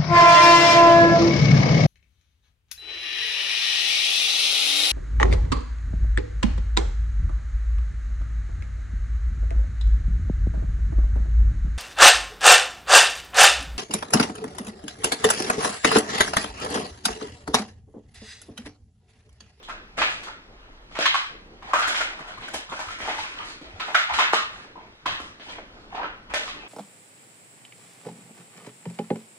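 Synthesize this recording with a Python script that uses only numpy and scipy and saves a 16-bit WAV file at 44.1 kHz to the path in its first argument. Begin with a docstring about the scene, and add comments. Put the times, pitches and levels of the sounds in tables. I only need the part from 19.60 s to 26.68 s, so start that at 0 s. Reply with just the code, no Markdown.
"""Seven seconds in a bare, empty building: slow steps over gritty debris, heard by two close camera ports.
Brittle scraps crack at once, hardest near 0.4 s, then after a lull at 1.5 s, and again at 2.1 s.
Lighter cracks and long scuffs follow; the hardest cracks come at 4.3 to 4.7 s, as the low hum sinks away.
One more sharp crack at 5.5 s, the hum back by 6 s, then a last cluster of cracks from 6.3 s.
Filtered runs of snaps make the cracks, noise grains the grit, decaying taps the hard room around both."""
import sys
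import numpy as np
from scipy import signal
from scipy.io import wavfile
from scipy.ndimage import uniform_filter1d

SR = 44100
rng = np.random.default_rng(int(sys.argv[2]) if len(sys.argv) > 2 else 0)


def persist_wave(psi):
    """Save psi, clipped to +-1, as 16-bit WAV."""
    counts = np.round(np.clip(psi, -1, 1) * 32767).astype(np.int16)
    wavfile.write(sys.argv[1], SR, np.atleast_2d(counts).T)


N = 312228

# Room air and microphone hiss, relative spectrum: pitch_hz [Hz], level_db [dB]
AIR_SPECTRUM = [(8.8, 2), (15, -16), (48, 7.5), (109, 0.5), (340, 2.5), (1090, -10), (2860, -19),
                (6290, -30), (8180, -78), (11000, -40), (16000, -92)]
# Low hum in the building, rms of its two channels: time_s [s], level_db [dB]
HUM_LEVEL = [(0.0, -59), (0.14, -52), (0.27, -51), (0.63, -55.5), (1.08, -51), (1.63, -61), (1.87, -53.5),
             (4.2, -59), (4.49, -77), (5.82, -77), (6.05, -57.5), (7.08, -57)]
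# Decay of the hard room: pitch_hz [Hz], t60_s [s], relative return_db [dB]
ROOM_DECAY = [(199, 0.19, -4), (520, 0.43, -0.5), (875, 0.4, -9.5), (1730, 0.47, -1.5), (2400, 0.48, 0.5),
              (3700, 0.44, 2.5), (6470, 0.33, 1.5), (11800, 0.21, -3.5)]
# Soft footfalls felt through the floor and the hand: start_s [s], relative level_db [dB], pitch_hz [Hz]
FOOTFALLS = [(0.398, -47, 60), (1.262, -55, 44.5), (2.264, -54.5, 83.4), (2.604, -47, 160),
             (2.781, -47, 117), (2.94, -51, 73), (3.096, -47.5, 163), (3.269, -45.5, 86),
             (3.419, -49, 68.6), (3.589, -52, 83.4), (3.815, -56, 107), (4.058, -48, 45.6),
             (4.135, -42.5, 88), (4.518, -44, 65.6), (5.605, -50, 68.5), (6.701, -47.5, 53.8)]
# Relative spectrum of grit underfoot: pitch_hz [Hz], level_db [dB]
GRIT_SPECTRUM = [(59, -58), (200, -10), (320, -4.5), (450, -7.5), (736, -7), (872, -1.5), (991, -1.5),
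                 (1390, -3), (8640, -32.5), (13200, -62), (16000, -56)]
# Soles dragged over grit: start_s [s], hold_s [s], relative pressure_db [dB], first_pitch_hz [Hz],
# last_pitch_hz [Hz], scrape_ring_db [dB], sole_bass_db [dB], fine_grit_treble_db [dB]
DRAGS = [(0.075, 0.045, -44.5, 2120, 1590, 8, 5, 5), (0.367, 0.032, -31, 1200, 1820, -4, 6.5, 10),
         (0.407, 0.12, -35, 2050, 2060, -24, -12, 8.5), (0.59, 0.075, -55.5, 1800, 1400, 3, 19, 23),
         (0.657, 0.02, -45.5, 800, 1740, 13.5, 11, -1), (1.013, 0.067, -56, 1200, 900, -6, 13, -10),
         (1.301, 0.052, -44.5, 1300, 1500, -4, 1, 4), (1.386, 0.044, -26.5, 2000, 1670, 3.5, -16, 9),
         (1.523, 0.089, -42, 1300, 1250, 0, -34, 16), (2.038, 0.1, -42, 1160, 1200, 3, 1, 0),
         (2.138, 0.1, -32, 1190, 1440, 10, -10, 11), (2.226, .06, -50, 3600, 3500, 5, -3, 3),
         (2.292, 0.085, -39, 1400, 1600, 8, -3, 19), (2.363, 0.049, -40, 2000, 2360, 14.5, 3, 23.5),
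         (2.485, 0.25, -45, 2320, 1190, 3.5, 10, 6), (2.797, 0.15, -52, 2420, 1920, 13, 15.5, 19.5),
         (3.087, 0.087, -43.5, 1160, 1500, 11, 3, 16.5), (3.19, 0.14, -46, 1300, 1700, 10, -9, 19.5),
         (3.382, 0.26, -41.5, 2300, 1900, 4, 3.5, 16.5), (3.592, 0.29, -40.5, 1160, 1710, -2, -33, 5),
         (3.765, 0.041, -38, 1000, 1180, 6, 5, 1), (3.841, 0.067, -44.5, 1100, 1300, 1, 8.5, 16.5),
         (4.02, 0.19, -49, 1400, 900, -3.5, 13.5, 6), (4.223, 0.12, -44.5, 1400, 1440, 3, 7, 15),
         (4.353, 0.05, -33, 1500, 2280, 8, -14, 13), (4.482, 0.023, -35.5, 850, 950, 18, -7, -5),
         (4.522, 0.08, -28, 1430, 1350, 4, -6.5, 6), (4.588, 0.075, -35.5, 2100, 1500, 11.5, -16, 10),
         (4.724, 0.011, -25, 1300, 1200, 13, -6, 14.5), (4.75, 0.061, -40, 3300, 3800, 9, -11, -1),
         (4.903, 0.12, -47, 1110, 2180, 4, 5, 8.5), (5.16, 0.048, -50.5, 970, 970, 1, 7, -13),
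         (5.456, 0.074, -39.5, 3370, 3450, 12, -30, 8), (5.47, 0.044, -45, 1600, 1850, 14, -15, 2),
         (5.566, 0.1, -50.5, 1160, 1190, 7.5, 6, 16), (5.826, 0.1, -50, 3220, 2340, 11.5, 11.5, 15.5),
         (6.056, 0.31, -54.5, 1920, 1880, -13, 15, 2), (6.312, 0.043, -41, 1000, 895, 3, 7, -3),
         (6.353, 0.074, -39, 800, 990, 12, 9, -19), (6.343, 0.07, -56, 3500, 3200, 0, 0, -8),
         (6.393, 0.037, -42, 1050, 1530, 8.5, 8, -12), (6.689, 0.02, -39, 1900, 2400, 10, 4, 2),
         (6.742, 0.11, -41.5, 3400, 2150, -1, 8, 15), (6.931, 0.13, -50.5, 2900, 2360, 10.5, 17, 8)]
# Relative spectrum common to all cracks: pitch_hz [Hz], level_db [dB]
CRACK_SPECTRUM = [(60, -58), (150, -8), (300, 5), (420, 0.5), (700, 5), (1360, 2), (2000, -1.5),
                  (3600, -10.5), (5000, -16), (7140, -18), (10000, -27.5), (13000, -40), (16000, -71)]
# Scraps breaking under a sole: start_s [s], relative level_db [dB], body_pitch_hz [Hz], body_ring_db [dB],
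# bass_db [dB], edge_db near 3.6 kHz [dB], treble_db [dB], room_share_db [dB],
# first_break_db against the unscaled snaps [dB], snapping_ms [ms]
SCRAPS = [(0.029, -43.5, 3370, 11, -5, 9, 19, 0, 17, 9.5), (0.085, -29.5, 1120, 7, -12, -8, -2, -14, 0, 9),
          (0.095, -25, 1290, 11.5, -16, 2.5, -2, -6, 13, 16),
          (0.38, -18.5, 1350, 9, -1, 1, -2, 4, 12, 12.6),
          (0.417, -9, 1330, 2.5, -12, 3.5, -12.5, -2, 12, 8.3),
          (0.633, -33.5, 1290, 6, -19, 15, 20, -1.5, 11, 9.8),
          (0.668, -32.5, 850, 11, -6, -5, -7, -5, 3, 14),
          (0.679, -23.5, 1330, 17, -3.5, 4, -3, -4, -1, 9.5), (1.352, -27, 2520, 4, -3, 13, 5, -6, 7, 8),
          (1.361, -25.5, 1020, 5, -33, -2, -11, -0.5, 11, 15),
          (1.389, -21, 597, 8.5, 11, 10, 10.5, -3.5, 23, 10),
          (1.407, -22.5, 2000, -1, -27, 11, 4, 0, 13, 11),
          (1.456, -7, 1120, 9, -49, 8.5, -2.5, -4, 11, 11.8),
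          (1.544, -13.5, 1074, 15.5, -30, 4.5, 0, -1.5, 18.5, 13),
          (1.554, -14, 1410, 12, -18, 0, -9, -2, 4, 3.7),
          (2.024, -30.5, 850, 12, -18, -4, -12, -1.5, 10.5, 10.3),
          (2.083, -32.5, 830, 18.5, -3, -3, 0, 9, 8, 8.3),
          (2.134, -7, 1160, 9, -16.5, -13, -10, -0.5, 11.5, 9),
          (2.145, -8, 1410, 18, -27, -11, -19, -5.5, 5, 4.2),
          (2.187, -16, 1330, 11, -18, -6, 3.5, -1, -1, 16),
          (2.22, -20.5, 1160, -13, -25, 9, -6, -2, 0, 12.5),
          (2.275, -16.5, 1420, 9.5, 0, 7, 16.5, 1, 10, 10),
          (2.346, -22.5, 1480, 1, -21, 2, -3, 4, 14.5, 11),
          (2.405, -15.5, 1310, 3.5, -12.5, -2.5, -7, -2, 6, 12.8),
          (2.59, -32.5, 1210, 13, -5, -8, 1, -1, 10, 11), (2.607, -37, 1255, 7, 4, -3, -2, -14, 20, 13),
          (2.673, -37.5, 807, -4, -14, -16, -6, 6, 8, 8.9),
          (2.776, -29.5, 1070, 15, -12, -8, -1, -2, 10, 10.6),
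          (2.821, -34, 1240, 2, -10, 5, -13, 4, 12, 14), (2.881, -28, 1540, 14, -18, 8, 17, -6, 5, 8.9),
          (2.937, -19.5, 920, 5.5, 4.5, 5, 18.5, -1, 5, 12.8),
          (3.116, -23, 940, 10, -2, -6, -33, -1.5, -1, 19),
          (3.192, -23.5, 910, 12, -5.5, -4, 1, 1.5, 16.5, 14.7),
          (3.287, -25.5, 1300, 14, -24, 7, -9, -1, 17, 5), (3.306, -30, 1680, -6, -8, 4, 3, 1, 9, 4.5),
          (3.403, -29, 1900, 8, 7.5, 5, -11, 2.5, 18.5, 6.5),
          (3.442, -31.5, 990, 13, -10, -3, -7, 8, 10, 23),
          (3.477, -21.5, 900, 10.5, -7, -5, -15, 3.5, 18.5, 19.5),
          (3.51, -24, 2240, 9, -10, -1, -5, -5, 12, 3.4), (3.583, -21, 880, 16, -16, 6, 3, 1, 13, 8.6),
          (4.014, -34, 670, -7, 27, 13, 12, -2, 15, 14), (4.198, -21.5, 836, 6, -20, 7, -4, -2, 7, 14.7),
          (4.205, -28, 1350, 29, -18, 5, -15, 5.5, 8, 11),
          (4.281, -23, 950, 13.5, -3, 0, -20, 2.5, 13.5, 11),
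          (4.345, -3.5, 1410, 6, -27, -5, -12, -3, -8, 13),
          (4.486, -27, 813, 16.5, -30, -4, -14, 10.5, 2, 14),
          (4.537, -20.5, 1440, -10, -33, 4, 0.5, -1, 9, 10),
          (4.587, -7.5, 995, 13.5, -19, 1, -4, 0.5, 11.5, 11.7),
          (4.601, -12.5, 1350, 8, -15, 4, -12, -2, 14.5, 6.6),
          (4.62, -26, 1500, 9, -31, 11, -8, -5, 6, 6.5),
          (4.734, -5, 1010, 9.5, -5, -13, -9.5, -6.5, 14.5, 3),
          (4.739, -7, 1170, 15, -8.5, 11, 5, -2, 6, 7.9), (5.154, -29.5, 944, 32, -3, -4, -7, 3.5, 3, 10.2),
          (5.457, -13, 1080, 12, -4.5, 8, 0.5, -1, -5, 12.3),
          (5.601, -31, 1240, 13, 8.5, -6, 5.5, -1.5, 18.5, 9.1),
          (5.798, -39.5, 810, -1, 12, 13, 2, 3.5, 18, 9.1),
          (5.883, -41.5, 1000, 15, 7, 20, 9, 13.5, 7, 9.1),
          (5.981, -30.5, 580, 4, -4, -21, -30, -0.5, 6, 12.5), (6.348, -23, 810, 15, 8, 8, -9, 2.5, 6, 8.2),
          (6.376, -21.5, 830, 28, -1, 4, -6, -7, 6, 11), (6.392, -24, 885, 17, 4, 1, -23, -5, 2, 13),
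          (6.414, -23.5, 1000, 19, -14, 6, -23, -8, 6, 9),
          (6.433, -29.5, 1600, 5, -2, -2, -26, -1.5, 22.5, 14),
          (6.442, -23, 1330, 26, 11, -2, -20, 1, -5, 6.1),
          (6.738, -15.5, 603, 15.5, -12, -1, 1, -2.5, 14, 4.6),
          (6.742, -16.5, 1210, 0, -12, 5, 7.5, 0, 12, 6), (6.879, -31, 1120, 10.5, -7, 13, 9, -1.5, 21, 24)]
# Port difference lifted against the sum: pitch_hz [Hz], gain_db [dB]
PORT_WIDTH = [(60, -29), (130, -9.5), (290, -11), (640, -4.5), (1410, 5), (3100, 9.5), (6820, 8),
              (15000, 18)]

AIR_DB = -53  # rms
GRAINS_PER_S, CHIPS_PER_S = 1500, 400
PRESS_S, LIFT_DB_PER_S = 0.008, 231  # a drag swells in, holds, then fades as the foot lifts
# grit that keeps shifting between the drags, relative like the drag pressure
SETTLE_DB, SETTLE_BASS_DB, SETTLE_TREBLE_DB = -59.5, -11, 8.5
SCRAPE_WIDTH = 0.17  # share of the scrape pitch
PATCHY_DB = 2.2  # pieces of different size take turns under the sole
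UNEVEN_DB = 2.2  # every scrap has its own scatter of small resonances
SPIKY = 0.45  # extra power on the snap size: a few stand far above the rest
SWELL = 0.24  # time constant of the build-up, as a share of the snapping time
BAND_LIMIT_HZ = 16300


def gain_of(db):
    """Decibels to amplitude."""
    return 10 ** (np.asarray(db) / 20)


def evened(x):
    """Scales to rms 1."""
    return x / np.sqrt(np.mean(x ** 2) + 1e-20)


def read(points, hz):
    """Reads a spectrum table on a log-frequency axis."""
    f, value = np.transpose(points)
    return np.interp(np.log(hz + 1), np.log(f + 1), value)


def add(mix, s, sound):
    """Mixes a sound in at time s."""
    part = mix[round(s * SR):][:len(sound)]
    part += sound[:len(part)]


def causal(db):
    """Minimum-phase impulse response: the given spectrum with no ringing before the start."""
    log_gain = np.log(gain_of(np.maximum(db, -100)))
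    full = np.concatenate([log_gain, log_gain[-2:0:-1]])
    phase = -signal.hilbert(full).imag
    return np.fft.ifft(np.exp(full + 1j * phase)).real[:len(db)]


def shelves(hz, low_hz, high_hz):
    """Shares 0-1 of bass and of treble at each frequency."""
    bass = 1 / (1 + (hz / low_hz) ** 4)
    treble = 1 - 1 / (1 + (hz / high_hz) ** 4)
    return bass, treble


def bump(hz, centre_hz, share):
    """A resonance peak of height 1 whose half-width is a share of its pitch."""
    return 1 / (1 + ((hz - centre_hz) / (share * centre_hz)) ** 2)


def clicks(shape, per_s, spread_db):
    """Sparse impulses of random sign; a few are much larger."""
    size = gain_of(spread_db * np.minimum(rng.exponential(1, shape), 4))
    sign = rng.choice([-1.0, 1.0], shape)
    return size * sign * (rng.random(shape) < per_s / SR)


def mottled(shape, bins, frames):
    """Random patches of rms 1 over frequency and time."""
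    patches = uniform_filter1d(rng.standard_normal(shape), size=bins, axis=0)
    return evened(uniform_filter1d(patches, size=frames, axis=1))


def air():
    """Steady diffuse noise, shaped in frequency, with faint patches."""
    shape = (513, N // 256 + 5)
    hz = np.fft.rfftfreq(1024, 1 / SR)
    real, imaginary = rng.standard_normal((2, 2) + shape)
    level_db = read(AIR_SPECTRUM, hz)[:, None] + 2.5 * mottled(shape, bins=12, frames=14)
    z = (real + 1j * imaginary) * gain_of(level_db)
    hiss = signal.istft(z, nperseg=1024, noverlap=768)[1][:, :N]
    return gain_of(AIR_DB) * evened(hiss)


def hum():
    """Narrow low noise plus a steady 26 Hz note in the port sum, wavering in level."""
    t = np.arange(N) / SR
    band = signal.butter(2, [26, 46], "bandpass", fs=SR, output="sos")
    low = evened(signal.sosfilt(band, rng.standard_normal((2, N))))
    low[0] += 0.98 * np.sin(2 * np.pi * 26.0 * t)
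    s, db = np.transpose(HUM_LEVEL)
    return gain_of(np.interp(t, s, db)) * evened(low)


def room(x, sum_db, difference_db, onset_s):
    """Random reflections swell in and die away by pitch; three such patterns take turns."""
    out, t = np.zeros((2, N)), np.arange(N) / SR
    band_hz, t60, return_db = np.transpose(ROOM_DECAY)
    for place in range(3):
        onset = 1 - np.exp(-np.arange(SR) / SR / onset_s)
        taps = clicks((2, SR), 2500, spread_db=1.8) * onset
        hz, frame_s, z = signal.stft(taps, SR, nperseg=256)
        decay_db = -60 * frame_s / read(np.c_[band_hz, t60], hz)[:, None]
        z = z * gain_of(decay_db + read(np.c_[band_hz, return_db], hz)[:, None])
        tail = signal.istft(z, SR, nperseg=256)[1]
        tail *= gain_of([[sum_db], [difference_db]]) / np.linalg.norm(tail, axis=1, keepdims=True)
        share = np.sqrt(2 / 3) * np.cos(2 * np.pi * (6.3 * t + place / 3))
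        out += signal.oaconvolve((x * share)[None], tail, axes=1)[:, :N]
    return out


def thuds():
    """Each footfall is a low sine of four soft cycles, strongest in the port sum."""
    out = np.zeros(N)
    for s, level_db, hz in FOOTFALLS:
        cycles = np.arange(round(4 * SR / hz)) * hz / SR
        swell = cycles * np.exp(1 - cycles / 1.05)
        add(out, s, gain_of(level_db) * swell * np.sin(2 * np.pi * cycles))
    return out * np.array([[1.3], [0.4]])


def chips():
    """Larger bits knock together, each ringing a few cycles at one of 14 pitches."""
    out = np.zeros((2, N))
    for hz in np.geomspace(650, 5000, num=14):
        cycles = np.arange(round(30 * SR / hz)) * hz / SR
        ring = (1 - np.exp(-cycles)) * np.exp(-cycles / 2.4) * np.sin(2 * np.pi * cycles)
        ring = ring / np.linalg.norm(ring)
        knocks = clicks(N, CHIPS_PER_S / 14, spread_db=3.3)
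        turn = rng.uniform(-1.05, 1, N)  # side from which each knock comes
        ports = np.array([knocks, 1.77 * turn * knocks])  # sum and difference
        out += signal.oaconvolve(ports, ring[None], axes=1)[:, :N]
    return evened(out)


def grains():
    """Small grains roll and crush in clumps, mixed with knocking chips and coloured as grit."""
    clumps = gain_of(1.6 * evened(uniform_filter1d(rng.standard_normal(N), size=300)))
    crushed = evened(clicks((2, N), GRAINS_PER_S, spread_db=1.0))
    rolling = 0.65 * rng.standard_normal((2, N))
    mixed = evened(clumps * (crushed + rolling)) + 0.5 * chips()
    colour = causal(read(GRIT_SPECTRUM, np.fft.rfftfreq(2048, 1 / SR)))
    return evened(signal.oaconvolve(mixed, colour[None], axes=1)[:, :N])


def scuff():
    """Each drag presses on the grains, and its scrape pitch glides as the foot moves."""
    hz, t, z = signal.stft(grains(), SR, nperseg=512)
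    hz = hz[:, None]
    bass, treble = shelves(hz, low_hz=666, high_hz=4320)
    settle_db = SETTLE_DB + bass * SETTLE_BASS_DB + treble * SETTLE_TREBLE_DB
    power = gain_of(settle_db) ** 2 + 0 * t
    for s, hold, pressure_db, first_hz, last_hz, ring_db, bass_db, treble_db in DRAGS:
        fade_db = LIFT_DB_PER_S * np.maximum(t - s - hold, 0)
        press = np.clip((t - s) / PRESS_S, 0, 1) ** 2 * gain_of(pressure_db - fade_db)
        scrape_hz = np.interp(t, [s, s + hold], [first_hz, last_hz])
        scrape_db = ring_db * bump(hz, scrape_hz, share=SCRAPE_WIDTH)
        colour = gain_of(bass * bass_db + treble * treble_db + scrape_db)
        power = power + (press * colour) ** 2
    patches_db = PATCHY_DB * mottled(z.shape[1:], bins=4, frames=4) - 0.5
    z = z * gain_of(patches_db) * np.sqrt(power)
    return signal.istft(z, SR, nperseg=512)[1][:, :N]


def cracks():
    """Each scrap gives way in a short run of snaps; the walls return it as one blow of the same colour."""
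    hz, t = np.fft.rfftfreq(2048, 1 / SR), np.arange(4096) / SR
    near, blows = np.zeros((2, N)), np.zeros(N)
    bass, treble = shelves(hz, low_hz=583, high_hz=6000)
    snaps = rng.standard_normal((len(SCRAPS), 2, len(t)))
    rough = rng.standard_normal((len(SCRAPS), len(hz)))
    scatter_db = UNEVEN_DB * evened(uniform_filter1d(rough, size=6, axis=1))
    for runs, own_db, row in zip(snaps, scatter_db, SCRAPS):
        s, level_db, body_hz, ring_db, bass_db, edge_db, treble_db, room_db, first_db, snapping_ms = row
        body = ring_db * bump(hz, body_hz, share=0.18)
        edge = edge_db * bump(hz, 3610, share=0.61)
        tilt = bass * bass_db + treble * treble_db
        blow = causal(read(CRACK_SPECTRUM, hz) + body + edge + own_db + tilt)
        blow = gain_of(level_db) * blow / np.linalg.norm(blow)
        done = t / (snapping_ms / 1000)
        # the difference of the ports builds up later, with the first echoes
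        slowness = np.array([[1], [2.8]])
        rise = np.array([[0.37], [0.28]]) * (1 - np.exp(-done / SWELL / slowness))
        runs = runs * abs(runs) ** SPIKY * rise * np.exp(-(done / 1.07) ** 3)
        runs[0, round(0.001 * SR)] += gain_of(first_db)  # the first break, in the sum only
        for port, run in zip(near, runs):
            add(port, s - 0.0005, signal.fftconvolve(run, blow))
        add(blows, s + 0.002, gain_of(room_db) * np.linalg.norm(runs[0]) * blow)
    return near, blows


def scene():
    """Sum and difference of the two ports: cracks and grit close by, walls, footfalls and air around them."""
    near, blows = cracks()
    grit = scuff()
    walls = room(blows + 0.52 * grit[0], sum_db=1.0, difference_db=-1.5, onset_s=0.0079)
    return near + 0.49 * grit + walls + thuds() + air() + hum()


def record(dry):
    """Widens the close ports, so treble arrives in opposite phase, then overloads softly and band-limits."""
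    width = causal(read(PORT_WIDTH, np.fft.rfftfreq(2048, 1 / SR)))
    mid, side = dry[0], signal.oaconvolve(dry[1], width)[:N]
    pair = 0.95 * np.tanh(np.array([mid + side, mid - side]) / 0.95)  # softens the loudest cracks
    band_limit = signal.firwin(511, BAND_LIMIT_HZ, window=("kaiser", 9), fs=SR)
    return signal.oaconvolve(pair, band_limit[None], "same")


dry = scene()
out = record(dry)
persist_wave(out)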